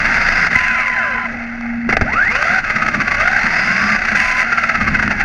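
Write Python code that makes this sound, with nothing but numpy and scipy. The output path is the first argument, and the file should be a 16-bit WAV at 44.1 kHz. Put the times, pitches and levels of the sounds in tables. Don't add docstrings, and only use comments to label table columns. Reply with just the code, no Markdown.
import sys
import numpy as np
from scipy import signal
from scipy.fft import rfft, irfft
from scipy.io import wavfile

SR = 44100
rng = np.random.default_rng(int(sys.argv[2]) if len(sys.argv) > 2 else 0)


def to_wav(sig):
    pcm = np.clip(np.atleast_2d(sig), -1, 1) * 32767
    pcm = np.round(pcm).astype(np.int16)
    wavfile.write(sys.argv[1], SR, pcm.T)


N = 231260
TIME = np.arange(N) / SR
HZ = np.fft.rfftfreq(8192, 1 / SR)
CRUISE_HZ, BRAKE_HZ = 800, 1016.4

# start/s, end/s, gear chatter/dB, brightness/dB, whine/dB
THROTTLES = [(-.1, .485, -16, 1.5, -3.5), (2.015, 2.608, -18, 3, -1.5), (3.16, 3.979, -17.5, 2, -2)]
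# start/s, end/s, gear chatter/dB, brightness/dB, whine/dB
BRAKES = [(0.54, 1.274, -18, -9, 0), (4.156, 4.436, -15, -4, -4.5)]


def amp(db):
    return 10 ** (np.asarray(db) / 20)


def unit(x):
    return x / np.sqrt(np.mean(x ** 2) + 1e-20)


def curves(rows):
    times, *columns = np.transpose(rows)
    return [np.interp(TIME, times, column) for column in columns]


def wander(hz):
    size = N // 16 + 2
    f = np.fft.rfftfreq(size, 16 / SR)
    slow = irfft(rfft(rng.standard_normal(size)) / (1 + (f / hz) ** 4), size)
    return unit(np.interp(np.arange(N) / 16, np.arange(size), slow))


def tinted_noise(points):
    hz, db = np.transpose(points)
    f = np.fft.rfftfreq(N, 1 / SR)
    gain = amp(np.interp(np.log(f + 1), np.log(hz), db))
    return unit(irfft(rfft(rng.standard_normal(N)) * gain, N))


def highs(x, hz):
    return signal.sosfiltfilt(signal.butter(4, hz, "high", fs=SR, output="sos"), x)


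def switched(rows, edge_s=0.012):
    held = np.array([np.clip(np.minimum(TIME - on, off - TIME) / edge_s, 0, 1) for on, off, *_ in rows])
    chatter_db, bright_db, whine_db = np.transpose(rows)[2:]
    return held.sum(0), amp(chatter_db) @ held, bright_db @ held, amp(whine_db) @ held


def throttle():
    return switched(THROTTLES)[0]


def braking():
    return switched(BRAKES)[0]


def coasting():
    return np.clip(1 - throttle() - braking(), 0, 1)


def shell_gain(hz):
    # f/Hz, width/Hz, level/dB
    resonances = [(327, 600, -19.5), (728, 265, -9.5), (1320, 273, -9.5), (1548.5, 333, 3), (2039, 308, 2),
                  (2548, 118, -5.5), (2662, 228, -9), (3103, 120, -22), (3543, 560, -25),
                  (4290, 320, -21.5), (4760, 270, -19.5), (5040, 450, -27.5), (5690, 610, -25),
                  (6380, 490, -29.5), (6954, 360, -35.5), (7980.0, 640, -44), (9580, 1900, -48.5),
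                  (11400, 920.0, -56), (13480.0, 5500, -68)]
    power = sum(amp(db) ** 2 / (1 + (1.2 * (hz - f) / width) ** 2) ** 3 for f, width, db in resonances)
    return np.sqrt(power + 1e-12)


def ring(force):
    log_gain = np.log(shell_gain(HZ))
    mirrored = np.r_[log_gain, log_gain[-2:0:-1]]
    tap = np.fft.ifft(np.exp(np.conj(signal.hilbert(mirrored)))).real[:2048]
    return signal.oaconvolve(force, tap / np.linalg.norm(tap))[:N]


def rumble(gust_db=1.5, bump_db=2.5):
    # t/s, wind/dB, boom/dB
    levels = [(0, -26.5, -31), (.56, -35.5, -31.5), (.72, -37.5, -38.5), (1.7, -37, -39), (2.03, -22, -23),
              (2.22, -34, -35), (2.65, -33.5, -33), (2.96, -35, -25), (3.2, -29.5, -35),
              (3.7, -36.5, -31.5), (4.25, -32.5, -35.5), (4.65, -39, -36.5), (4.85, -25, -28),
              (5.24, -28.5, -22)]
    # f/Hz, level/dB
    wind_colour = [(10, -15.5), (25, 3.5), (45, -13), (70, -5.5), (110, -10), (200, -41.5), (500, -67.5),
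                   (3000, -110)]
    # f/Hz, level/dB
    boom_colour = [(50, -23), (100, -5.5), (145, 4), (185, 2.5), (220, 10.5), (260, 1.5), (340, -6.5),
                   (600, -35.5), (3000, -110)]
    wind_db, boom_db = curves(levels)
    wind = amp(wind_db + gust_db * wander(hz=5)) * tinted_noise(wind_colour)
    boom = amp(boom_db + bump_db * wander(hz=10)) * tinted_noise(boom_colour)
    return wind + boom


def fan(pitch_hz=234.6, waver=0.0023):
    # t/s, level/dB
    levels = [(0, -52.5), (1.2, -36), (1.3, -29), (1.6, -26.5), (1.7, -22), (1.88, -20), (1.97, -54),
              (5.24, -34)]
    cycles = np.cumsum(pitch_hz * (1 + waver * wander(hz=10))) / SR
    return np.sqrt(2) * amp(curves(levels)[0]) * np.sin(2 * np.pi * cycles)


def axle(speed, cycles, cycles_per_turn=5.6, top_hz=214, top_db=-25.5, db_per_octave=41, rough=0.2):
    octaves = np.log2(speed / cycles_per_turn / top_hz)
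    level = amp(top_db + db_per_octave * octaves) * throttle()
    tone = np.sqrt(2) * np.sin(2 * np.pi * cycles / cycles_per_turn)
    return level * tone * (1 + rough * wander(hz=25))


def tyres(speed, level_db=-28.5, bumps_db=2.3, swell_db=2.0, db_per_octave=0.3):
    # f/Hz, level/dB
    push_colour = [(250, -8), (450, -4.5), (780, 6.5), (1100, -11.5), (1550, -9), (2150, -2), (2700, -12),
                   (3600, -41.5), (6000, -1.5), (12000, -21.5)]
    push = tinted_noise(push_colour) * amp(bumps_db * wander(hz=44.8) + swell_db * wander(hz=6.9))
    roll = unit(ring(push))
    octaves = np.log2(speed / CRUISE_HZ)
    treble_change = (amp(3.5 * octaves) - 1) * highs(roll, hz=2800)
    return amp(level_db + db_per_octave * octaves) * (roll + treble_change)


def knocks(thud_s=0.0041, mount_hz=225, mount_gain=0.7):
    # t/s, crack/dB, thud/dB, thud pitch/Hz, thud delay/s, crack decay/s
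    hits = [(0.561, -9, -13.5, 110, 0.0016, 0.0022), (1.61, -17.5, -46, 110, 0.0027, 0.0018),
            (1.891, -5.5, -43, 200, .002, 0.0027), (1.926, -9.5, -9, 32, 0.0096, 0.0093),
            (1.968, -2.5, -11, 74, 0.0081, 0.0046), (2.0112, -7, -4.5, 87, .010, 0.01)]
    # f/Hz, level/dB
    force_colour = [(60, 4), (300, 15.5), (700, 10), (1500, -2.5), (4000, -1.5), (12000, -1)]
    cracks, thuds = np.zeros(N), np.zeros(N)
    for start, crack_db, thud_db, hz, delay, decay in hits:
        age, thud_age = np.maximum(TIME - start, 0), np.maximum(TIME - start - delay, 0)
        cracks += amp(crack_db) * (age > 0) * np.exp(-age / decay)
        bounce = np.sin(2 * np.pi * hz * thud_age) + mount_gain * np.sin(2 * np.pi * mount_hz * thud_age)
        thuds += amp(thud_db) * np.exp(-thud_age / thud_s) * bounce
    force = tinted_noise(force_colour)
    return ring(cracks * force) / np.std(ring(force)) + thuds


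def wheel_rattles(speed, cycles_per_turn=38.5, gap_share=0.21):
    # start/s, end/s, level/dB, rattles per wheel turn
    spells = [(2.424, 2.61, -17, 2), (2.646, 3.17, -12.5, 1), (4.02, 4.14, -11.5, 1),
              (4.528, 5.24, -12.5, 1)]
    wheel_turns = np.cumsum(speed) / SR / cycles_per_turn
    bursts = []
    for start, end, db, per_turn in spells:
        step = 1 / round(per_turn)
        first, last = np.interp([start, end], TIME, wheel_turns)
        for t in np.interp(np.arange(first, last, step), wheel_turns, TIME):
            gap_s = step * cycles_per_turn / np.interp(t, TIME, speed)
            bursts.append((t, db, gap_share * gap_s))
    return bursts


def jolts(speed, per_s=20, level_db=-20, spread_db=8, db_per_octave=14, length_s=0.0042):
    gaps, sizes = rng.random((200, 2)).T
    times = np.cumsum(.5 + gaps) / per_s
    octaves = np.minimum(np.log2(np.interp(times, TIME, speed) / CRUISE_HZ), 0)
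    levels = level_db + spread_db * (2 * sizes - 1) + db_per_octave * octaves
    tight = np.interp(times, TIME, throttle()) > .5
    return [(t, db, length_s) for t, db in zip(times[tight], levels[tight])]


def shaking(speed, rise=0.4, fall=0.57):
    # t/s, level/dB, length/s
    bumps = [(.058, -12, 0.011), (.144, -12, 0.0042), (.288, -9, 0.0066), (.38, -13, 0.0061),
             (.514, -8, 0.014), (.532, -10, 0.0074), (.56, -9.5, .007), (.59, -10.5, 0.0062),
             (.884, -15, .006), (1.905, -12.5, 0.018), (1.932, -14, 0.018), (2.137, -14, 0.015),
             (2.176, -24, 0.007), (2.318, -16.5, 0.013), (2.358, -12.5, 0.015), (2.427, -8, 0.0037),
             (2.866, -11, 0.0045), (2.886, -14, .005), (3.004, -10.5, .004), (3.119, -11, 0.015),
             (3.209, -12, 0.018), (3.279, -9.5, 0.0062), (3.333, -12, 0.0033), (3.465, -16, 0.0057),
             (3.817, -14, .005), (3.951, -21, 0.0039), (3.992, -10, 0.0092), (4.155, -10.5, .009),
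             (4.997, -13, 0.011), (5.079, -7.5, 0.0028)]
    power = np.zeros(N)
    for t, db, length in bumps + wheel_rattles(speed) + jolts(speed):
        near = slice(max(int((t - .05) * SR), 0), int((t + .05) * SR))
        age = (TIME[near] - t) / length + (fall - rise) / 2
        power[near] += amp(db) ** 2 * np.exp(-(age / np.where(age < 0, rise, fall)) ** 2)
    return np.sqrt(power)


def gear_case(speed, pitch_hz=4970, level_db=-36.5, width_hz=260, wake_hz=914, ramp_hz=70):
    awake = throttle() * (1 + np.tanh((speed - wake_hz) / ramp_hz)) / 2
    phase = 2 * np.pi * pitch_hz * TIME
    whistle = wander(hz=width_hz) * np.cos(phase) + wander(hz=width_hz) * np.sin(phase)
    return amp(level_db) * awake * whistle


def lull(delay_s=0.023, width_s=0.025, depth_db=-7):
    dips = sum(np.exp(-((TIME - end - delay_s) / width_s) ** 2) for _, end, *_ in THROTTLES)
    return amp(depth_db * dips)


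def chatter(speed, coast_db=-21, coast_bright_db=1.5, db_per_octave=3, bright_db_per_octave=1.5):
    octaves, coast = np.log2(speed / CRUISE_HZ), coasting()
    _, driven, bright_db, _ = switched(THROTTLES + BRAKES)
    strength = (driven + coast * amp(coast_db)) * amp(db_per_octave * octaves)
    bright_db += (1 - coast) * bright_db_per_octave * octaves + coast * (coast_bright_db + octaves)
    return strength, bright_db


def gears(speed, cycles, shake, flutter_db=1.7, spread_db=1.5, hits_per_s=7000, hiss=0.71, beat=0.35):
    strength, bright_db = chatter(speed)
    steady = strength * amp(flutter_db * wander(hz=110))
    sizes = amp(spread_db * np.minimum(rng.exponential(1, N), 4)) * np.sign(rng.standard_normal(N))
    hits = unit(sizes * (rng.random(N) < hits_per_s / SR))
    hits = unit(hits + hiss * rng.standard_normal(N))
    hits *= unit(1 + beat * np.cos(4 * np.pi * cycles))
    jerks = np.diff(hits, prepend=0) * (1 + np.cos(2 * np.pi * BRAKE_HZ * TIME))
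    jerks /= np.std(ring(jerks))
    share = braking() * np.minimum(speed / CRUISE_HZ, 1) ** .5
    force = np.sqrt(np.clip(1 - share, 0, 1)) * hits + np.sqrt(share) * jerks
    sound = ring(force * np.hypot(steady, shake))
    return sound + (amp(bright_db) - 1) * highs(sound, hz=3300)


def brake(speed, cycles, rough=0.35, glide_db=-21, slip=0.13):
    harmonics = [-28.5, -28.5, -51, -58, -62]
    note = sum(amp(db) * np.cos(2 * np.pi * k * BRAKE_HZ * TIME) * (1 + rough * k * wander(hz=50))
               for k, db in enumerate(harmonics, 1))
    glide = np.cos(2 * np.pi * (BRAKE_HZ * TIME + 2 * cycles + slip * wander(hz=80)))
    glide *= 1 + rough * wander(hz=120)
    glide_level = amp(glide_db) * np.sqrt(speed / CRUISE_HZ) * shell_gain(BRAKE_HZ + 2 * speed)
    return np.sqrt(2) * braking() * (note + glide_level * glide)


def motor(speed, cycles, shake, rough=0.36, slip=0.055, smear=0.82, rest=0.38, press=4.8, idle_hz=250):
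    multiples = (1, 2, 2.5, 4, 5, 10)
    # throttle/dB, braking/dB, coasting/dB
    tone_levels = [(-17.5, -28, -30.5), (-16.5, -14.5, -20.5), (-27, -46, -46.5), (-30.5, -24.5, -27),
                   (-13, -29.5, -36), (-19, -48, -55.5)]
    # f/Hz, level/dB
    mount = [(200, -16.5), (380, -9), (500, 1.5), (780, 1.5), (1000, -0.5), (1170, 3), (1400, 2),
             (1650, -2), (1950, -1.5), (2500, -4.5), (3500, -3), (4300, -12), (4950, 2.5), (5400, -2),
             (5900, -4), (7200, -12)]
    mount_hz, mount_db = np.transpose(mount)
    loads = np.array([switched(THROTTLES)[3], switched(BRAKES)[3], coasting()])
    spun_up = np.minimum(speed / idle_hz, 1)
    whine = np.zeros(N)
    for k, levels_db in zip(multiples, tone_levels):
        hz = k * speed
        slack = (slip + smear * (hz / 5000) ** 2) * wander(hz=80)
        tone = np.cos(2 * np.pi * (k * cycles + slack)) * (1 + rough * wander(hz=130))
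        level = amp(levels_db) @ loads * spun_up ** (0.12 * k)
        mount_gain = amp(np.interp(np.log(hz), np.log(mount_hz), mount_db))
        contact = rest + press * shake if k == 2 else 1
        whine += level * mount_gain * np.interp(hz, HZ, shell_gain(HZ)) * contact * tone
    return np.sqrt(2) * whine


def scene():
    # t/s, f/Hz
    speed_points = [(0, 880), (.55, 1040), (.72, 745), (.9, 495), (1.05, 310), (1.26, 170), (1.4, 100),
                    (1.9, 50), (2.02, 70), (2.28, 398), (2.37, 550), (2.57, 780), (2.68, 637), (2.88, 640),
                    (2.97, 580), (3.17, 565), (3.3, 750), (3.55, 955), (3.92, 1205), (4.13, 1115),
                    (4.33, 480), (4.47, 715), (4.77, 650), (4.97, 497), (5.24, 385)]
    smooth_speed = curves(speed_points)[0]
    speed = smooth_speed * (1 + 0.00603 * wander(hz=23.84))
    cycles = np.cumsum(speed) / SR
    shake = shaking(smooth_speed)
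    drive = lull() * (gears(speed, cycles, shake) + motor(speed, cycles, shake) + gear_case(speed))
    mix = drive + brake(speed, cycles) + tyres(speed) + fan() + axle(speed, cycles) + knocks() + rumble()
    return mix[None]


def record(dry, top_hz=15200):
    rounded = dry / (1 + dry ** 8) ** (1 / 8)
    treble_cut = signal.firwin(255, top_hz, window=("kaiser", 9), fs=SR)
    return signal.oaconvolve(rounded, treble_cut[None], "same")


dry = scene()
out = record(dry)
to_wav(out)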